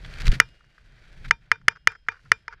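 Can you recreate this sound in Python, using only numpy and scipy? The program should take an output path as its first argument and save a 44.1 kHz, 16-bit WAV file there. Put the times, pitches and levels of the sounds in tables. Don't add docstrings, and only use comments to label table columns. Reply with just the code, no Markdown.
import sys
import numpy as np
from scipy import signal
from scipy.fft import rfft, irfft
from scipy.io import wavfile

SR = 44100
rng = np.random.default_rng(int(sys.argv[2]) if len(sys.argv) > 2 else 0)


def attenuation_scalar(level_db):
    decades = np.asarray(level_db, float) / 20
    return 10 ** decades


def wav_out(sig):
    wavfile.write(sys.argv[1], SR, np.round(np.clip(np.atleast_2d(sig).T, -1, 1) * 32767).astype(np.int16))


N = 114660

# time in seconds, level in dB.
JOLTS = [(0.0, -42), (0.2, -32.5), (0.3, 19), (0.36, -40.5), (.55, -55.5), (.75, -65.5), (.82, -54.5),
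         (1.05, -58), (1.28, -36.5), (1.38, -61), (1.85, -58), (2.6, -56.5)]
# time in seconds, level in dB.
TYRE_LEVELS = [(0.0, -49.5), (0.22, -43), (0.27, -19), (0.58, -71), (.69, -57), (.75, -66), (.88, -59.5),
               (1.0, -61.5), (1.28, -48), (1.38, -67), (1.7, -61), (1.82, -73), (1.87, -55.5),
               (1.97, -71.5), (2.18, -72), (2.26, -53), (2.36, -66.5), (2.6, -65.5)]
# time in seconds, signed size, width in ms.
BUMP_PUSHES = [
    (0.26, -0.11, 16),
    (0.28, 0.31, 4.9),
    (0.292, -0.39, 5.7),
    (0.297, -0.4, 9.8),
    (0.315, 0.18, 13.3),
    (0.331, -0.11, 1.8),
]
# time in seconds, level in dB, brightness 0-1.
RUBBING = [(0.0, -52.5, 0.52), (0.28, -39.5, 0.3), (0.43, -59.5, 0.62), (.62, -64.5, 0.47),
           (.75, -65, 0.51), (.95, -60.5, 0.38), (1.23, -53.5, 0.46), (1.32, -74.5, 0.67),
           (1.46, -64.5, .3), (1.62, -73, 0.33), (2.02, -72, 0.42), (2.27, -65.5, 0.76), (2.6, -67, 0)]
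# start in seconds, peak in dB, length in ms, brightness 0-1.
STRAP_SCUFFS = [(0.046, -35.5, 7.8, 0.06), (0.137, -43.5, 4.2, 0.92), (.171, -58, 3.3, 0.8),
                (0.185, -41.5, 3.4, 1), (0.2, -38, 13.3, 1), (0.218, -30.5, 3.5, 0.74),
                (0.241, -55, 6.9, 0.8), (0.253, -34.5, 12.3, 1), (0.266, -27, 8.7, 1),
                (0.279, -22.5, 3.2, 0.95), (0.316, -31, 7.7, 1), (0.32, -30.5, 13, 0.34),
                (0.332, -33, 27, 0.52), (0.488, -58, 4.9, .9), (1.243, -40, 24, 0.29),
                (1.279, -48.5, 15.7, 0.9), (1.919, -46, 2.7, 1)]
# frequency in Hz, density in dB per Hz.
DULL_COLOUR = [(150, -31), (250, -13.5), (1060, -1.5), (1530, 9), (2700, 0), (2930, -6.5), (3080, 5.5),
               (4920, -10.5), (12000, -44), (15600, -56.5), (22000, -120)]
# frequency in Hz, density in dB per Hz.
BRIGHT_COLOUR = [(150, -24), (250, -7), (857, -11.5), (2430, -0.5), (4230, -4.5), (4780, -5), (5780, -8),
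                 (12600, -24), (15800, -49.5)]
# frequency in Hz, density in dB per Hz.
RATTLE_COLOUR = [(290, -49), (500, -24), (1450, -0.5), (2450, -17.5), (2720, -19.5), (4230, -30.5),
                 (4690, -20.5), (6340, -27.5), (8000, -47.5), (10400, -75.5), (17600, -120)]
# frequency in Hz, width in Hz, gain.
CASE_RESONANCES = [(1540, 750, 0.92), (2000, 630, .6), (2310, 93, 0.94), (3900, 350, .5), (4540, 220, 1)]
# start in seconds, peak in dB, length in ms.
BUCKLE_BOUNCES = [(0.414, -30.5, 5.1), (.418, -32.5, 6.3), (0.606, -56.5, 8), (.638, -61, 13),
                  (0.78, -48, 3.7), (1.554, -53.5, 10), (1.613, -52, 7.8), (1.71, -45.5, 21),
                  (1.753, -47, 22.7), (1.898, -45, 30), (1.913, -53.5, 41), (1.95, -48.5, 15.5),
                  (2.065, -62, 5.1), (2.112, -41, 21.3), (2.134, -51, 27), (2.16, -55.5, 24),
                  (2.19, -57, 12.6), (2.25, -59, 29), (2.505, -51.5, 20.3), (2.521, -46, 24),
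                  (2.526, -44.5, 7.9), (2.572, -68, 30)]
# time in seconds, strength, contact in ms.
KNOCK_EVENTS = [
    (.40046, 3.4, .1),
    (1.30963, 1.6, .12),
    (1.51579, 1.37, .127),
    (1.68219, 2, .105),
    (1.87296, 2.16, .12),
    (2.08528, .573, .153),
    (2.31755, 3.1, .148),
    (2.4802, .195, .18),
]
TOUCH_DELAYS_MS = [0, .928, 2.31, 4.41]
TOUCH_SHARES = [(1, 1.48, .74, 0), (1, 1.24, 1, -.27), (1, 1.26, 1.1, -.41), (1, 1.13, .97, -.2),
                (1, 1.29, .77, -.08), (1, 1.66, 1.48, -.62), (1, 1.32, .66, 0), (1, 1.69, 1.32, -.21)]
# frequency in Hz, signed gain, T60 in seconds.
WALL_MODES = [(953, -.11, .0076), (1691, 2.76, .00304), (1788, 1.235, .0118), (1856, -3.23, .0069),
              (2326, -1.06, .0026), (2871, -.09, .017)]
# frequency in Hz, level in dB, T60 in seconds.
CASE_MODES = [(1360, -35, .03), (2930, -25, .013), (3378, -26, .011), (3926, -26.5, 0.02),
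              (4950, -21.5, 0.029), (5160, -27, .009), (6220, -23.5, 0.017), (8600, -31.5, 0.0028),
              (9700, -28.5, .005), (13000, -34.5, .004)]
# level in dB, treble tilt in dB per octave.
KNOCK_CRACKS = [(4, 0.85), (-0.5, -1.1), (-3, 1.5), (6.5, 2.2), (5.5, 5.4), (-17.5, 2.5), (-3, 8.2),
                (-28, 0.5)]
# frequency in Hz, level in dB, T60 in seconds.
FRAME_MODES = [(450, -10, .08), (923, -12, .09), (2393, 0, .095), (3052, -28, .17), (3451, -35, .22),
               (3607, -22, .15), (4745, -31, .2), (5642, -28, .15)]
# frequency in Hz, level in dB, T60 in seconds.
PIN_MODES = [(2848, -7, 1.3), (3204, -3, .5), (5109, -1, .42), (5281, -5, .3), (7228, -3, .2),
             (7348, -18, .3)]
# low bar, frame, low pin, mid pin and high pin, all in dB.
METAL_DRIVE_DB = [(-22.5, -26, -53.5, -56.5, -58.5), (-21, -29.5, -74.5, -65, -76.5),
                  (-22, -27, -71.5, -66, -69), (-26.5, -30.5, -62.5, -56, -63.5),
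                  (-26, -29, -75, -56.5, -57), (-24.5, -32, -66, -73.5, -83),
                  (-32.5, -29, -65.5, -61.5, -60), (-29, -45.5, -81, -69, -84)]
DRIVE_COLUMNS = [1, 0, 1, 1, 1, 1, 1, 1, 2, 3, 3, 4, 4, 4]

JOLT_LOW_HZ, JOLT_HIGH_HZ, JOLT_PATCH_DB, JOLT_MAX_DB = 14, 45, 1.5, -30
TYRE_HZ, TYRE_WIDTH_HZ, TYRE_SKIRT, TYRE_PATCH_DB, TYRE_MAX_DB = 119, 59, 0.24, 3.5, -30.5
WIND_DB, WIND_LOW_HZ, WIND_HIGH_HZ = -10.5, 227, 750
FABRIC_GRAINS_PER_S, RATTLE_GRAINS_PER_S, GRAIN_SPREAD_DB, RUB_PATCH_DB = 1700, 4000, 3.5, 1.1
SHAKE_DB, HUM_HZ, HUM_WIDTH_HZ, HUM_GAIN = 2.5, 450, 76, 1.5
CHATTER_DB, CHATTER_T60_S = -12, 0.13
THUMP_HZ, THUMP_DB, THUMP_T60_S = 95, -13, 0.13
BUCKLE_SPREAD_DB, METAL_DELAY_S = 1.2, 0.003
CASE_SPREAD_DB, CRACK_CONTACT_MS, CRACK_MAX_CYCLES = 6.5, 0.041, 32
CLIP_LEVEL, CLIP_HARDNESS, CUTOFF_HZ = 0.94, 8.0, 15900

KNOCK_S, KNOCK_STRENGTH, CONTACT_MS = np.transpose(KNOCK_EVENTS)
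KNOCK_START = (KNOCK_S * SR).astype(int) - 30


def rms_one(x):
    return x / np.sqrt(np.mean(x ** 2) + 1e-20)


def in_time(rows):
    s, *columns = np.transpose(rows)
    return [np.interp(np.arange(N) / SR, s, c) for c in columns]


def drift(rate_hz):
    r = np.exp(-80 * np.pi * rate_hz / SR)
    noise = rng.standard_normal(N // 40 + 2002)
    slow = signal.lfilter([1], [1, -2 * r, r * r], noise)[2000:]
    return np.interp(np.arange(N) / 40, np.arange(len(slow)), rms_one(slow))


def band_noise(low_hz, high_hz):
    sos = signal.butter(2, [low_hz, high_hz], "band", fs=SR, output="sos")
    return rms_one(signal.sosfilt(sos, rng.standard_normal(N)))


def ring(x, hz, t60_s):
    r, w = attenuation_scalar(-60 / (t60_s * SR)), 2 * np.pi * hz / SR
    return signal.lfilter([0, np.sin(w)], [1, -2 * r * np.cos(w), r * r], x + 1e-18)


def peak(x, hz, width_hz):
    r = np.exp(-np.pi * width_hz / SR)
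    poles = [1, -2 * r * np.cos(2 * np.pi * hz / SR), r * r]
    return signal.lfilter([(1 - r * r) / 2, 0, (r * r - 1) / 2], poles, x)


def colour(x, spectrum):
    hz, db = np.transpose(spectrum)
    f = np.maximum(np.arange(N // 2 + 1) * SR / N, 1)
    gain_db = np.interp(np.log(f), np.log(hz), db, left=-90, right=-90)
    x = irfft(rfft(x) * attenuation_scalar(gain_db), N)
    return rms_one(x + sum(g * peak(x, hz, w) for hz, w, g in CASE_RESONANCES))


def puff(s, peak_db, ms):
    u = np.clip((np.arange(N) / SR - s) * 1000 / ms, 0, 30)
    return attenuation_scalar(peak_db) * 2 * u * np.exp(1 - 2 * u - u ** 3)


def grains(per_s):
    size_db = GRAIN_SPREAD_DB * np.minimum(rng.exponential(1, N), 4)
    clicks = attenuation_scalar(size_db) * rng.standard_normal(N) * (rng.random(N) < per_s / SR)
    return clicks + .5 * rng.standard_normal(N)


def wind():
    noise = band_noise(WIND_LOW_HZ, WIND_HIGH_HZ)
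    return attenuation_scalar(in_time(RUBBING)[0] + WIND_DB + drift(17)) * noise


def body_jolts():
    noise = band_noise(JOLT_LOW_HZ, JOLT_HIGH_HZ)
    level_db = np.minimum(in_time(JOLTS)[0], JOLT_MAX_DB) + JOLT_PATCH_DB * drift(3.3)
    return attenuation_scalar(level_db) * noise


def tyre_drumming():
    once = peak(rng.standard_normal(N), TYRE_HZ, TYRE_WIDTH_HZ)
    drum = peak(once, TYRE_HZ, TYRE_WIDTH_HZ) + TYRE_SKIRT * once
    level_db = np.minimum(in_time(TYRE_LEVELS)[0], TYRE_MAX_DB) + TYRE_PATCH_DB * drift(3)
    return attenuation_scalar(level_db) * rms_one(drum)


def bump_thud():
    t = np.arange(N) / SR
    return sum(a * np.exp(-(2 * (t - s) * 1000 / ms) ** 2) for s, a, ms in BUMP_PUSHES)


def strap_rub():
    level_db, bright = in_time(RUBBING)
    level = attenuation_scalar(level_db + RUB_PATCH_DB * (drift(30) + drift(32)))
    dull, sharp = level * (1 - bright), level * bright
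    for s, peak_db, ms, share in STRAP_SCUFFS:
        scuff = puff(s, peak_db, ms)
        dull = dull + scuff * (1 - share)
        sharp = sharp + scuff * share
    dull_sound = dull * colour(grains(FABRIC_GRAINS_PER_S), DULL_COLOUR)
    return dull_sound + sharp * colour(grains(FABRIC_GRAINS_PER_S), BRIGHT_COLOUR)


def metal_drive(level_db):
    x = np.zeros(N)
    x[KNOCK_START + int(METAL_DELAY_S * SR)] = attenuation_scalar(level_db)
    return x


def buckle_rattle():
    r = attenuation_scalar(-60 / (CHATTER_T60_S * SR))
    frame = metal_drive(np.array(METAL_DRIVE_DB)[:, 1])
    chatter = attenuation_scalar(CHATTER_DB) * signal.lfilter([1], [1, -r], frame)
    shake = chatter + sum(puff(*row) for row in BUCKLE_BOUNCES)
    shake = shake * attenuation_scalar(SHAKE_DB * drift(100))
    rattle = shake * colour(grains(RATTLE_GRAINS_PER_S), RATTLE_COLOUR)
    return rattle + HUM_GAIN * peak(shake * rng.standard_normal(N), HUM_HZ, HUM_WIDTH_HZ)


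def case_thump():
    push = np.convolve(metal_drive(np.array(METAL_DRIVE_DB)[:, 1]), np.hanning(40) / 20)[:N]
    return -ring(push * attenuation_scalar(THUMP_DB), THUMP_HZ, THUMP_T60_S)


def metal_ring():
    out = np.zeros(N)
    for (hz, db, t60_s), column in zip(FRAME_MODES + PIN_MODES, DRIVE_COLUMNS):
        spread_db = BUCKLE_SPREAD_DB * rng.standard_normal(len(KNOCK_S))
        drive = metal_drive(np.array(METAL_DRIVE_DB)[:, column] + db + spread_db)
        out += ring(np.convolve(drive, np.hanning(5) / 2)[:N], hz, t60_s)
    return out


def touches(contact_ms, gain):
    wide = np.reshape(contact_ms, (-1, 1))
    ms = np.arange(300) / SR * 1000 + ((KNOCK_START / SR - KNOCK_S) * 1000)[:, None]
    force = sum(share[:, None] * np.exp(-((ms - delay) / wide) ** 2)
                for delay, share in zip(TOUCH_DELAYS_MS, np.transpose(TOUCH_SHARES)))
    x = np.zeros(N)
    x[KNOCK_START[:, None] + np.arange(300)] = gain[:, None] * force / (wide * np.sqrt(np.pi) * SR / 1000)
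    return x


def case_crack():
    crack_db, tilt = np.transpose(KNOCK_CRACKS)
    out = np.zeros(N)
    for hz, db, t60_s in CASE_MODES:
        spread_db = CASE_SPREAD_DB * rng.standard_normal(len(KNOCK_S))
        gain = attenuation_scalar(db + crack_db + tilt * np.log2(hz / 3000) + spread_db)
        out += ring(touches(CRACK_CONTACT_MS, gain), hz, min(t60_s, CRACK_MAX_CYCLES / hz))
    return out


def wall_knock():
    push = np.roll(touches(CONTACT_MS, KNOCK_STRENGTH), -1)
    return sum(g * ring(push, hz, t60_s) for hz, g, t60_s in WALL_MODES)


def scene():
    knocks = wall_knock() + case_crack() + metal_ring() + case_thump()
    friction = strap_rub() + buckle_rattle()
    ride = wind() + body_jolts() + tyre_drumming() + bump_thud()
    return (knocks + friction + ride)[None]


def band_limit(x):
    return signal.sosfilt(signal.butter(12, 15970, fs=SR, output="sos"), x)


def record(dry):
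    hot = dry / (1 + np.abs(dry / CLIP_LEVEL) ** CLIP_HARDNESS) ** (1 / CLIP_HARDNESS)
    low_pass = signal.cheby2(8, 50, CUTOFF_HZ, fs=SR, output="sos")
    return band_limit(signal.sosfilt(low_pass, hot))


dry = scene()
out = record(dry)
wav_out(out)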